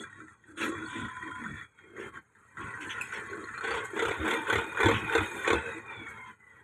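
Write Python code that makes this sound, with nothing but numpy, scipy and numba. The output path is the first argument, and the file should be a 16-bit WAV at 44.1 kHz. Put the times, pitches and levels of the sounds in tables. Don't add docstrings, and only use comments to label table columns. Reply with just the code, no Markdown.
import sys
import numpy as np
from scipy import signal
from scipy.fft import rfft, irfft
from scipy.io import wavfile
from scipy.ndimage import uniform_filter1d, map_coordinates
from numba import njit

SR = 44100
rng = np.random.default_rng(int(sys.argv[2]) if len(sys.argv) > 2 else 0)


def bounce(signal):
    frames = np.transpose(np.atleast_2d(signal))
    limited = np.clip(frames, -1, 1)
    pcm = np.round(limited * 32767).astype(np.int16)
    wavfile.write(sys.argv[1], SR, pcm)


N = 292632
TIME = np.arange(N) / SR


def undb(db):
    return 10 ** (np.asarray(db) / 20)


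def unit(x):
    return x / np.sqrt(np.mean(x ** 2) + 1e-20)


def curves(rows):
    s, *columns = np.transpose(rows)
    return [np.interp(TIME, s, c) for c in columns]


def walk(rate):
    steps = rng.standard_normal(8192)
    return unit(map_coordinates(steps, [TIME * rate], order=2, mode="wrap"))


def swell(s, length, attack_s, release_s):
    before = np.maximum((s - TIME) / attack_s, 0)
    after = np.maximum((TIME - s - length) / release_s, 0)
    return np.exp(-np.minimum(before + after, 30))


def swells(rows, attack_s, release_s):
    return np.sqrt(sum((undb(db) * swell(s, length, attack_s, release_s)) ** 2
                       for s, length, db in rows))


def eq(x, points, size=2048):
    hz, db = np.transpose(points)
    freqs = np.maximum(np.fft.rfftfreq(size, 1 / SR), 1)
    cepstrum = irfft(np.log(undb(np.interp(np.log(freqs), np.log(hz), db))))
    cepstrum[1:size // 2] *= 2
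    cepstrum[size // 2 + 1:] = 0
    return signal.fftconvolve(x, irfft(np.exp(rfft(cepstrum))))[:len(x)]


@njit
def sweep(x, hz, width):
    y, band, low = np.empty(len(x)), 0., 0.
    for i in range(len(x)):
        g, damping = np.tan(np.pi * hz[i] / SR), width / hz[i]
        v = (band + g * (x[i] - low)) / (1 + g * (g + damping))
        band, low, y[i] = 2 * v - band, low + 2 * g * v, damping * v
    return y


def resonance(x, hz, width):
    return sweep(x, np.full(len(x), float(hz)), float(width))


def even(x, seconds):
    size = max(int(seconds * SR), 2)
    power = uniform_filter1d(uniform_filter1d(x ** 2, size), size)
    return x / np.sqrt(np.maximum(power, 0) + 1e-14)


def grains(rate, spread_db):
    hit = rng.random(N) < rate / SR
    size = undb(spread_db * np.minimum(rng.exponential(size=N), 4))
    return unit(hit * size * rng.standard_normal(N))


def body(drive, modes, flicker_db, flicker_rate):
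    return sum(undb(db + flicker_db * walk(flicker_rate)) * (-1) ** k * resonance(drive, hz, width)
               for k, (hz, width, db) in enumerate(modes))


def ring_cloud(shake, band_hz, count, t60, spread_db, size):
    when, pitch, strength, phase = rng.random((count, 4)).T
    start = (when * N).astype(int)
    hz = band_hz[0] + pitch * (band_hz[1] - band_hz[0])
    gain = shake[start] * undb(spread_db * np.minimum(-np.log(1 - strength), 4))
    t = TIME[:size]
    envelope = (1 - np.exp(-t / .0004)) * undb(-60 * t / t60)
    angle = 2 * np.pi * (hz[:, None] * t + phase[:, None])
    rings = gain[:, None] * envelope * np.sin(angle.astype(np.float32))
    return np.bincount((start[:, None] + np.arange(size)).ravel(), rings.ravel(), N)[:N]


def blow(modes, attack_s, detune):
    t = TIME[:SR // 4]
    hz, db, t60 = np.transpose(modes)[:, :, None]
    pitch, phase = rng.uniform(-0.99, 1, (2, len(modes), 1))
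    rings = undb(db - 60 * t / t60) * np.sin(2 * np.pi * hz * (1 + detune * pitch) * t + np.pi * phase)
    out = rings.sum(0) * (1 - np.exp(-t / attack_s))
    return out / np.abs(out).max()


def add(track, s, sound):
    i = max(int(s * SR), 0)
    track[i:i + len(sound)] += sound[:N - i]


# t/s, firing rate/Hz
FIRING_RATE = [(0, 33.68), (.95, 33.53), (1.3, 32.04), (1.57, 33.98), (1.8, 32.27), (2.2, 30.83),
               (3.0, 30.23), (3.7, 30.25), (3.87, 31.14), (4.05, 33.76), (4.2, 36.11), (4.45, 35.1),
               (4.6, 37.09), (4.77, 35.54), (4.95, 37.87), (5.1, 36.02), (5.22, 37.47), (5.45, 35.03),
               (5.55, 39), (5.78, 36.85), (6.05, 33.45), (6.33, 30.62), (6.64, 27.9)]
# hardest firing t/s, hold before/s, hold after/s, hardness/0-1, clatter/dB, bark/dB
SURGES = [(0.631, 0.0086, 0.0077, 0, -35.5, -37), (3.133, 0.0017, 0.049, 0, -40.5, -42.5),
          (3.706, 0.067, 0.073, 0.41, -36, -34.5), (4.051, 0.071, 0.053, 0.68, -34, -29),
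          (4.305, 0.037, 0.038, 0.5, -31.5, -28.5), (4.498, 0.00058, 0.067, 0.81, -32, -24.5),
          (4.857, 0.048, 0.04, 0.67, -30.5, -22.5), (5.15, 0.012, 0.024, 0.86, -31, -24.5),
          (5.502, 0.026, 0.024, 0.8, -30.5, -24.5)]
SURGE_ATTACK_S, SURGE_RELEASE_S = 0.016, 0.046


def firings():
    rate, = curves(FIRING_RATE)
    cycles = np.cumsum(rate) / SR
    peaks = np.array(SURGES)[:, 0]
    offsets = np.unwrap(np.interp(peaks, TIME, cycles) % 1, period=1)
    cycles -= np.interp(TIME, peaks, offsets)
    hardness = sum(hard * swell(s - before, before + after, SURGE_ATTACK_S, release_s=0.031)
                   for s, before, after, hard, _, _ in SURGES)
    return cycles % 1 / rate, hardness


def beat(age, hardness, idle_depth, decay_s):
    depth = np.clip(idle_depth + (1 - idle_depth) * hardness, 0, .95)
    pulse = (1 - np.exp(-age / .0013)) * np.exp(-age / decay_s)
    return even(1 - depth + depth * 3.4 * pulse, .04)


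def strikes(age, gain, modes, scatter_db, colour_db, detune):
    out, t = np.zeros(N), TIME[:SR // 10]
    hz, db, t60 = np.transpose(modes)[:, :, None]
    for i in np.flatnonzero(np.diff(age) < 0) + 1:
        force, mix, pitch, phase = rng.standard_normal((4, len(modes), 1))
        decays = undb(db + colour_db * np.clip(mix, -1, 1) - 60 * t / t60)
        hit = (decays * np.sin(2 * np.pi * (hz * (1 + detune * pitch) * t + phase))).sum(0)
        hit *= 1 - np.exp(-t / .0016)
        add(out, i / SR, gain[i:i + SR // 200].max() * undb(scatter_db * np.tanh(force[0])) * hit)
    return out


# t/s, length/s, clatter/dB, crumbling soil/dB
PUSHES = [(0, 0.078, -47, -67), (0.105, 0.23, -52.5, -66.5), (0.48, 0.043, -56, -65),
          (0.589, 0.48, -38, -57.5), (1.095, 0.498, -42.5, -61), (1.62, 0.026, -48, -63.5),
          (1.785, 0.24, -59, -77), (1.975, 0.11, -42, -61.5), (2.144, 0.03, -43, -63.5),
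          (2.37, 0.24, -60, -73), (2.584, 0.53, -40, -58.5), (3.176, 0.42, -43, -58),
          (3.638, 0.22, -39.5, -59), (3.845, 0.12, -42, -57.5), (3.979, 1.805, -40, -57),
          (5.781, 0.54, -48.5, -67), (5.902, 0.027, -49, -67), (6.177, 0.019, -48, -76),
          (6.404, 0.21, -61, -81)]
# t/s, relative level/dB
EFFORT = [(0, -14), (1.0, -18), (1.4, -18), (2.1, -6.5), (2.7, -9.5), (3.5, -13.5), (3.9, -7), (4.2, 3),
          (4.7, -1.5), (5.35, 2.5), (5.7, -5.5), (5.95, 1.5), (6.3, -9.5), (6.64, 0.5)]
PUSH_ATTACK_S, PUSH_RELEASE_S, IDLE_DB = 0.013, 0.016, -70


def workload():
    push = swells([(s, length, db) for s, length, db, _ in PUSHES], PUSH_ATTACK_S, PUSH_RELEASE_S)
    push = np.hypot(push, undb(IDLE_DB)) * undb(1.5 * walk(13))
    slack = sum(np.exp(-((TIME - s + before + 0.078) / 0.014) ** 2) for s, before, *_ in SURGES)
    push *= undb(-1.5 * slack)
    peak, before, after, hardness, clatter_db, bark_db = np.transpose(SURGES)
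    surge = swells(zip(peak - before, before + after, clatter_db), SURGE_ATTACK_S, SURGE_RELEASE_S)
    labour = swells(zip(peak - before, before + after, bark_db), SURGE_ATTACK_S, SURGE_RELEASE_S)
    accent = sum(hard * swell(s, 0.043, attack_s=0.0007, release_s=0.01)
                 for s, hard in zip(peak, hardness))
    labour *= undb(0.5 * accent)
    effort_db, = curves(EFFORT)
    return push, surge, np.sqrt(labour ** 2 + (push * undb(effort_db)) ** 2 + undb(IDLE_DB) ** 2)


# f/Hz, width/Hz, level/dB
TINWORK = [(955, 88, -15.5), (1103, 25.5, -3), (1360, 95, 0.5), (1464, 73, 2.5), (1544, 56, -1.5),
           (1782, 97, -3.5), (1884, 33, -1.5), (1974, 82, -2.5), (2378, 26, -9.5), (3217, 92, -5),
           (3820, 39, -13.5)]
# f/Hz, level/dB
CLATTER_EQ = [(150, -18), (400, 1), (650, -3), (830, -10.5), (960, -3.5), (1080, 4), (1190, 3), (1330, 1.5),
              (1600, 1.5), (1720, -1.5), (1900, -1.5), (2030, -4.5), (2130, -12), (2260, -1), (2450, 4),
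              (2650, 3), (2930, -28), (3300, -11.5), (3550, -14.5), (3760, -6.5), (3950, -17),
              (5000, -21.5)]


def clatter(age, hardness, rattle):
    shake = grains(2000, 2.5) * beat(age, hardness, idle_depth=0.039, decay_s=0.039)
    tin = body(shake, TINWORK, flicker_db=6.5, flicker_rate=18)
    return even(eq(tin, CLATTER_EQ), .03) * rattle * undb(-0.5)


# f/Hz, level/dB
BARK_EQ = [(130, -35.5), (300, -8.5), (480, 3.5), (630, -7.5), (750, 1), (830, 3.5), (920, 4), (1200, 2.5),
           (1500, 4), (2100, 1.5), (2500, -4), (2800, -18), (4000, -20.5), (5000, -48)]
# f/Hz, level/dB
BARK_EDGE_EQ = [(1500, -39), (2400, -8), (2750, -3.5), (3020, -3), (3300, 6), (3550, 4.5), (3800, -10),
                (4150, -29), (4500, -27), (4900, -31), (5400, -19), (6000, -21.5)]
# f/Hz, width/Hz, level/dB
HOLLOWS = [(461, 78, -3.5), (726, 71, -8.5), (914, 89, -4.5), (1287, 27, -10.5), (1485, 100, -5.5),
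           (1755, 13, -12.5), (1983, 27, -9), (2194, 40, -1), (3440, 290, -6)]
EDGE_DB, EDGE_KNEE_DB = -10.5, -35.5


def exhaust_bark(age, hardness, effort):
    blows = beat(age, hardness, idle_depth=0.058, decay_s=0.0046)
    bursts = ring_cloud(blows, (300, 5500), count=14000, t60=.04, spread_db=1.4, size=1000)
    bark = eq(bursts, BARK_EQ)
    bark = even(bark + body(bark, HOLLOWS, flicker_db=5.5, flicker_rate=20), .028)
    edge = even(eq(bursts, BARK_EDGE_EQ), .028)
    brightness = undb(EDGE_DB) * np.minimum(effort / undb(EDGE_KNEE_DB), 1)
    duck = 1 - 0.27 * hardness
    return (bark + brightness * edge) * effort * duck


# f/Hz, level/dB, t60/s
BONNET = [(1034, -3.5, 0.064), (1404, -1.5, 0.072), (1493, 1, 0.033), (1900, 1.5, 0.082), (2010, -7, 0.084),
          (2300, -20, 0.11), (3710, -38, 0.14), (4340, -28.5, 0.088), (7070, -30, 0.026)]
# f/Hz, level/dB, t60/s
BLOCK = [(351.4, -4.5, 0.074), (472.5, 2, .08), (717, -9.5, 0.061), (930, -5, 0.021), (1530, -1.5, 0.026),
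         (2166, -3, 0.035), (3480, -8, 0.038), (3560, -15, 0.04), (4010, -16, 0.054), (4520, -20, 0.024),
         (5660, -36, 0.019), (6130, -15, 0.027), (7160, -12, 0.032)]


def slaps_and_knocks(age, hardness, rattle, effort):
    slaps = strikes(age, rattle * undb(-5.5), BONNET, scatter_db=8, colour_db=6.5, detune=0.016)
    knocks = strikes(age, effort * hardness * undb(5.5), BLOCK, scatter_db=4, colour_db=0.5, detune=0.03)
    return slaps + knocks


# t/s, second harmonic/dB, third harmonic/dB
WHINE = [(0, -42, 6), (.15, -40, -33), (.62, -34, -13), (.8, -26, -13.5), (1.0, -15, -15), (1.2, -18, -18),
         (1.55, -14, -15.5), (1.75, 2.5, -8), (2.1, -12.5, -16), (2.6, -24, -32), (3.4, -12, -38),
         (3.9, -9, -15), (4.3, -12, -13), (5.0, -2.5, -15.5), (5.4, -4.5, -8), (5.75, -8, -23.5),
         (6.02, 3, -4.5), (6.12, -3, -27), (6.2, 4.5, -15), (6.32, -13.5, -14), (6.42, 6, -21),
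         (6.64, 2, -36)]
MESHES_PER_FIRING, WHINE_FLUTTER, WHINE_ROUGHNESS = 33.6, .026, .9


def gear_whine(age, push):
    hz = MESHES_PER_FIRING * curves(FIRING_RATE)[0]
    kick = signal.sosfilt(signal.butter(3, 90, fs=SR, output="sos"), np.exp(-age / .012))
    flutter = 1 + WHINE_FLUTTER * (kick - kick.mean()) + 0.0032 * walk(12)
    phase = 2 * np.pi * np.cumsum(hz * flutter) / SR
    out = 0
    for k, db in enumerate(curves(WHINE), 2):
        fringe = walk(140) * np.sin(k * phase) + walk(140) * np.cos(k * phase)
        tone = np.sin(k * phase) + WHINE_ROUGHNESS * fringe
        out += undb(db - 1 + 3 * walk(24)) * even(tone * (1 + kick), .03)
    return out * push


# t/s, length/s, level/dB, starting f/Hz
BOOMS = [(0, 0.018, -42, 330), (0.192, 0.048, -46, 328), (0.487, 0.088, -49.5, 338),
         (0.6, 0.076, -36.5, 320), (0.66, 0.029, -32.5, 240), (0.64, 0.062, -41.5, 560),
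         (0.68, .05, -32.5, 370), (0.753, 0.11, -41, 348), (0.961, 0.096, -37.5, 284),
         (1.238, 0.053, -41.5, 338), (1.411, 0.014, -40, 257), (1.469, 0.072, -39.5, 182),
         (1.848, 0.13, -57.5, 380), (1.99, 0.083, -39.5, 390), (2.174, 0.0072, -53, 280),
         (2.612, 0.015, -42.5, 338), (2.825, 0.055, -42.5, 322), (3.189, 0.051, -47, 416),
         (3.314, 0.13, -39, 405), (3.712, 0.12, -39, 495), (3.945, 0.073, -36.5, 382),
         (4.208, 0.2, -35.5, 365), (4.64, 0.037, -37.5, 322), (4.509, .02, -33, 486),
         (4.838, 0.021, -24, 475), (4.858, 0.018, -27.5, 135), (4.896, 0.034, -29, 258),
         (5.027, 0.067, -40.5, 330), (5.153, 0.03, -29.5, 440), (5.195, 0.03, -35.5, 276),
         (5.31, 0.053, -44.5, 310), (5.536, 0.016, -32.5, 327), (5.626, 0.073, -39, 492),
         (5.761, 0.025, -43.5, 321.4), (6.021, 0.015, -44, 256)]
# f/Hz, level/dB
BOOM_EQ = [(60, -34), (130, -5), (250, 0.5), (500, -7), (640, -41.5), (1000, 1.5), (3000, -14.5)]
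DRAG_DB, DRAG_HZ, SAG_HZ_PER_S = -7.5, 403, 416


def blade_boom(age, hardness, effort):
    power = (effort * undb(DRAG_DB)) ** 2
    weighted_hz = power * DRAG_HZ
    for s, length, db, start_hz in BOOMS:
        catch = (undb(db) * swell(s, length, attack_s=0.02, release_s=0.017)) ** 2
        power += catch
        weighted_hz += catch * (start_hz - SAG_HZ_PER_S * (TIME - s))
    hz = np.clip(weighted_hz / power, 100, 700)
    drag = grains(1500, 1.8) * beat(age, hardness, idle_depth=0.18, decay_s=0.0032)
    hum = even(sweep(sweep(drag, hz, 60.), hz, 300.), .022)
    thud = even(eq(sweep(drag, hz, 49.), BOOM_EQ), 0.11)
    broad = np.clip(0.41 + 0.13 * hardness, 0, 1)
    boom = unit(even((1 - broad) * hum + broad * thud, 0.044))
    return boom * np.sqrt(power) * undb(2.2 * walk(18))


# f/Hz, level/dB
RUMBLE_EQ = [(20, -20), (35, -11), (48, -12), (62, 0), (79, -3.5), (100, 3.5), (130, -6), (180, -14.5),
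             (300, -16), (600, -75.5)]
# t/s, length/s, level/dB
THUDS = [(.97, 0.081, -46), (1.505, 0.025, -39), (2.06, .015, -57), (2.635, 0.051, -44),
         (2.75, 0.0085, -48), (3.72, 0.039, -48), (4.07, .03, -41), (4.2, 0.016, -38), (4.53, 0.05, -36),
         (4.855, 0.016, -22), (4.91, 0.057, -34), (5.04, 0.04, -44), (5.19, 0.033, -33.5),
         (5.52, 0.06, -34.5), (5.98, 0.014, -46)]
ROLL_DB, USUAL_PUSH_DB, IDLE_RUMBLE_DB = -53, -40, -89


def ground_rumble(age, hardness, push):
    shake = grains(900, 0.97) * beat(age, hardness, idle_depth=0.46, decay_s=0.0081)
    deep = unit(eq(shake, RUMBLE_EQ))
    shallow = unit(eq(deep, [(45, -9), (75, -13.5), (110, -7.0), (170, -0.5)]))
    shudder = even(resonance(deep, hz=79, width=7), 0.079)
    strain = np.clip(3 * uniform_filter1d(hardness, SR // 4), 0, 1)
    heavy = even(strain * (deep + undb(-5) * shudder) + (1 - strain) * shallow, 0.0079)
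    thuds = heavy * swells(THUDS, attack_s=0.011, release_s=0.014)
    rolling = np.hypot(undb(ROLL_DB) * (push / undb(USUAL_PUSH_DB)) ** 0.55, undb(IDLE_RUMBLE_DB))
    return (thuds + even(shallow, .04) * rolling) * undb(2.2 * walk(22))


# t/s, length/s, level/dB
SPILLS = [(0, 0.028, -49), (.578, 0.12, -48.5), (.88, 0.13, -54), (2.81, 0.11, -55), (3.03, 0.12, -56.5),
          (3.85, 0.0088, -46.5), (5.23, 0.22, -51), (6.09, 0.012, -55.5)]
# f/Hz, level/dB
CRUMBLE_EQ = [(3500, -13), (4400, -8), (4900, -23), (5300, -16.5), (5900, -14.5), (6550, 8.5), (7150, 1.5),
              (7700, 5.5), (8900, 3.5), (9500, -4), (10200, -4), (11400, -16), (12800, -14.5), (13800, -29),
              (15500, -25)]
# t/s, level/dB
AIR = [(0, -21), (.6, -2), (.64, 13), (.72, -10), (1.0, -7), (2.1, 7), (2.7, 1), (3.1, 0), (3.7, -1),
       (4.2, 10), (5.35, 11.5), (5.6, -1), (6.64, 11)]
AIR_HZ, SURGE_SOIL_DB, IDLE_SOIL_DB = 11250, -15, -76.5


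def soil(age, hardness, surge):
    pushed = swells([(s, length, db) for s, length, _, db in PUSHES], PUSH_ATTACK_S, PUSH_RELEASE_S)
    spilled = swells(SPILLS, attack_s=0.0067, release_s=0.016)
    shaken = surge * undb(SURGE_SOIL_DB)
    flow = np.sqrt(pushed ** 2 + spilled ** 2 + shaken ** 2 + undb(IDLE_SOIL_DB) ** 2)
    shake = beat(age, hardness, idle_depth=.15, decay_s=.012) * undb(2.5 * walk(45))
    chips = ring_cloud(shake, (3800, 15500), count=10000, t60=.05, spread_db=2.3, size=1300)
    earth = unit(shake * rng.standard_normal(N)) * (.75 + .6 * hardness)
    crumbs = even(eq(unit(chips) + earth, CRUMBLE_EQ), .03)
    air = signal.sosfiltfilt(signal.butter(4, AIR_HZ, "high", fs=SR, output="sos"), crumbs)
    air_db, = curves(AIR)
    return (crumbs - air + air * undb(air_db)) * flow * undb(0.49 * walk(16))


# t/s, peak level/dB, favoured f/Hz
CLANKS = [(0.036, -30.5, 1570), (.127, -39.5, 1790), (0.201, -33.5, 1370), (0.281, -38, 1810),
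          (.438, -45, 1750), (0.763, -37, 1860), (0.927, -29, 1550), (1.082, -28, 1430), (1.097, -33, 1800),
          (1.166, -29.5, 1450), (1.225, -28.5, 1840), (1.276, -31, 1830), (1.311, -32, 1420),
          (1.352, -34, 1460), (1.438, -28.5, 1860), (1.462, -27, 1430), (1.611, -30.5, 1870),
          (1.788, -42, 1710), (1.965, -37, 1870), (2.156, -42, 1850), (2.17, -33.5, 1370),
          (2.351, -47.5, 1700), (2.57, -30.5, 1360), (2.669, -32, 1380), (2.964, -29.5, 1840),
          (2.982, -26.5, 1440), (3.123, -25, 1420), (3.329, -27.5, 1480), (3.489, -29, 1390),
          (3.54, -31, 1460), (3.577, -25.5, 1380), (3.608, -24, 1440), (3.64, -28, 1480),
          (3.991, -23.5, 1400), (4.05, -21.5, 1470), (4.468, -24, 1520), (4.499, -23, 1490),
          (4.772, -20, 1537), (4.804, -24, 1630), (5.095, -23, 1520), (5.153, -23, 1520),
          (5.446, -20.5, 1740), (6.067, -31, 1730)]
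# f/Hz, level/dB, t60/s
STEEL = [(1056, -16, 0.056), (1358, -3, 0.065), (1465, -0.5, 0.049), (1566, -1.5, 0.067), (1830, 2, 0.047),
         (1894, -6.5, 0.09), (1992, -4.5, 0.052), (2370, -15, 0.048), (3590, -10, 0.036),
         (6900, -10, 0.057), (7800, -16, .04)]
FOCUS_DB, FOCUS_WIDTH_HZ = 14, 200


def steel_clanks():
    out = np.zeros(N)
    tick_eq = [(200, -4), (1000, 4), (2500, 0.5), (4000, -14),
               (5200, -19.5), (6600, -15), (9000, -4), (12000, -23)]
    for s, db, favoured_hz in CLANKS:
        modes = [(hz, level + FOCUS_DB * np.exp(-((hz - favoured_hz) / FOCUS_WIDTH_HZ) ** 2), t60)
                 for hz, level, t60 in STEEL]
        add(out, s, undb(db) * blow(modes, attack_s=0.0019, detune=0.022))
        tick = eq(rng.standard_normal(1200) * np.exp(-TIME[:1200] / 0.0069), tick_eq)
        add(out, s, undb(db - 17.5) * tick / np.abs(tick).max())
    return out


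# t/s, length/s, level/dB, rasp f/Hz, width/Hz
GRATES = [(0.571, 0.039, -37.5, 3500, 1100), (0.606, 0.039, -30.5, 2700, 400),
          (0.601, 0.077, -38, 4250, 900), (0.87, 0.21, -44.5, 3560, 450), (1.991, 0.064, -43.5, 2520, 800),
          (2.606, 0.04, -43.5, 2630, 800), (2.804, 0.054, -37, 2700, 900), (2.893, 0.04, -31.5, 3220, 700),
          (2.928, 0.15, -46, 2630, 400), (3.117, 0.079, -35, 2380, 800), (3.67, 0.15, -38.5, 3150, 1200),
          (4.311, 0.0087, -23, 3520, 400), (4.931, 0.058, -28, 3050, 900)]
# f/Hz, level/dB
SCRAPE_EQ = [(300, 7), (900, 12), (1500, 32), (2500, 13), (3500, 3), (4200, -17), (4900, -26), (5600, 0),
             (6600, -12), (11000, -19), (15000, -40)]
# f/Hz, width/Hz, level/dB
BLADE_EDGE = [(2656, 46, 2), (3080, 36, 3), (3354, 20, 11), (3646, 29, -10), (5500, 90, -14),
              (6220, 110, -12), (6950, 150, -12), (7800, 140, -28), (11140, 99, -19)]


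def rubble_scrapes():
    out = np.zeros(N)
    grit = eq(grains(6000, 0.35), SCRAPE_EQ)
    edge = body(grains(2200, 0.83), BLADE_EDGE, flicker_db=6.5, flicker_rate=25)
    edge = undb(-12) * even(edge, 0.018)
    for s, length, db, hz, width in GRATES:
        progress = TIME[:SR // 4] / length
        envelope = (1 - np.exp(-progress / .15)) * np.exp(-progress ** 3)
        span = slice(int(s * SR), int(s * SR) + len(progress))
        rasp = resonance(resonance(grit[span], hz, width), hz, 2 * width)
        add(out, s, undb(db) * (0.79 * even(rasp, 0.0083) + edge[span]) * envelope)
    return out


# t/s, peak level/dB
CLANGS = [(.572, -35), (0.614, -26.5), (.629, -20.5), (0.656, -29), (.68, -29.5)]
# f/Hz, level/dB, t60/s
PLATE = [(230, -2, .12), (313.3, -9, 0.41), (424, -4, .2), (522, -2.5, 0.22), (592, -8.5, 0.17),
         (1020, -18, 0.1), (1308, 5, .14), (1550, -4, 0.11), (1630, 4, .12), (1790, -4, 0.13),
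         (1950, -6.5, .16), (2420, -4, .15), (2630, -3, 0.13), (3950, -6, 0.083)]


def blade_clangs():
    out = np.zeros(N)
    for s, db in CLANGS:
        add(out, s, undb(db) * blow(PLATE, attack_s=0.0012, detune=.015))
    return out


# t/s, peak level/dB, f/Hz
PINGS = [(0.858, -46, 4340), (2.812, -58, 4310), (2.882, -54, 4190), (3.128, -63, 4410), (3.16, -49, 4180),
         (3.197, -56, 4130), (3.299, -51, 4200), (3.333, -58, 4150), (3.369, -64, 4180), (3.439, -46, 4190),
         (3.473, -59, 4100), (3.543, -60, 4130), (3.579, -43, 4190), (3.61, -53, 4270),
         (3.645, -45.5, 4260), (3.678, -49, 4400), (3.707, -41, 4520), (3.741, -51, 4540),
         (3.773, -55, 4360)]


def steel_pings():
    out, t60 = np.zeros(N), 0.054
    for s, db, hz in PINGS:
        pair = [(hz, 0, t60), (hz + 71, -9, t60)]
        add(out, s, undb(db) * blow(pair, attack_s=0.0024, detune=0.0038))
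    return out


# t/s, length/s, level/dB
BUZZES = [(.88, 0.4, -44.5), (1.3, 0.16, -45), (2.6, 0.427, -48.5), (6.22, 0.089, -47.5)]
PANEL_HZ, PANEL_WIDTH_HZ = 1017, 57


def panel_buzz(age, hardness):
    shake = grains(1500, 1.9) * beat(age, hardness, idle_depth=0.2, decay_s=0.046)
    buzz = resonance(resonance(shake, PANEL_HZ, PANEL_WIDTH_HZ), PANEL_HZ, 2 * PANEL_WIDTH_HZ)
    return even(buzz, 0.056) * swells(BUZZES, attack_s=0.039, release_s=0.0078)


# t/s, peak level/dB
CLINKS = [(3.01, -15), (3.052, -28.5)]
# f/Hz, level/dB, t60/s
STONE = [(2497, 17, 0.068), (2740, -22, 0.13), (2530, 0, 0.097), (4180, -17, 0.12), (5100, -24, 0.17),
         (5100, -19, 0.26), (7100, 4, 0.046), (7900, -1.5, 0.099), (9930, -6, 0.052), (10000, -1.5, 0.082),
         (12800, -12, 0.11)]


def stone_clinks():
    out, t = np.zeros(N), TIME[:SR // 2]
    ring = sum(undb(db - 60 * t / t60) * np.sin(2 * np.pi * hz * t) for hz, db, t60 in STONE)
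    ring /= np.abs(ring).max()
    skid = 0.053 * np.exp(-t / 0.0056)
    attack = (1 - np.exp(-t / 0.002)) ** 2
    for s, db in CLINKS:
        speed = 1 + skid + 0.015 * walk(464)[:len(t)]
        clink = map_coordinates(ring, [np.cumsum(speed)])
        add(out, s, clink * attack * undb(db + 2.1 * walk(340)[:len(t)]))
    return out


def yard(x, wet_db, t60):
    t = TIME[:SR // 2]
    tail = rng.standard_normal(len(t)) * undb(-60 * t / t60) * (t > .008)
    tail = eq(tail, [(200, 12.0), (2500, 7.5), (9000, 1.1)])
    return x + undb(wet_db) * np.std(x) * unit(signal.fftconvolve(x, tail)[:N])


def scene():
    age, hardness = firings()
    push, surge, effort = workload()
    rattle = np.hypot(push, surge)
    engine = clatter(age, hardness, rattle) + exhaust_bark(age, hardness, effort)
    engine += slaps_and_knocks(age, hardness, rattle, effort) + gear_whine(age, push)
    low_end = blade_boom(age, hardness, effort) + ground_rumble(age, hardness, push)
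    debris = soil(age, hardness, surge) + rubble_scrapes() + stone_clinks()
    metal = blade_clangs() + steel_clanks() + steel_pings() + panel_buzz(age, hardness)
    return yard(engine + low_end + debris + metal, wet_db=-8.0, t60=0.037)[None]


def record(dry):
    dipped = eq(dry[0], [(4550, -3.5), (4750, -10.5), (4880, -16), (5060, -9.0), (5600, -4.5)])
    thinned = signal.sosfilt(signal.butter(4, 41, "high", fs=SR, output="sos"), dipped)
    return signal.sosfilt(signal.ellip(10, .2, 80, 15550, fs=SR, output="sos"), thinned)[None]


dry = scene()
out = record(dry)
bounce(out)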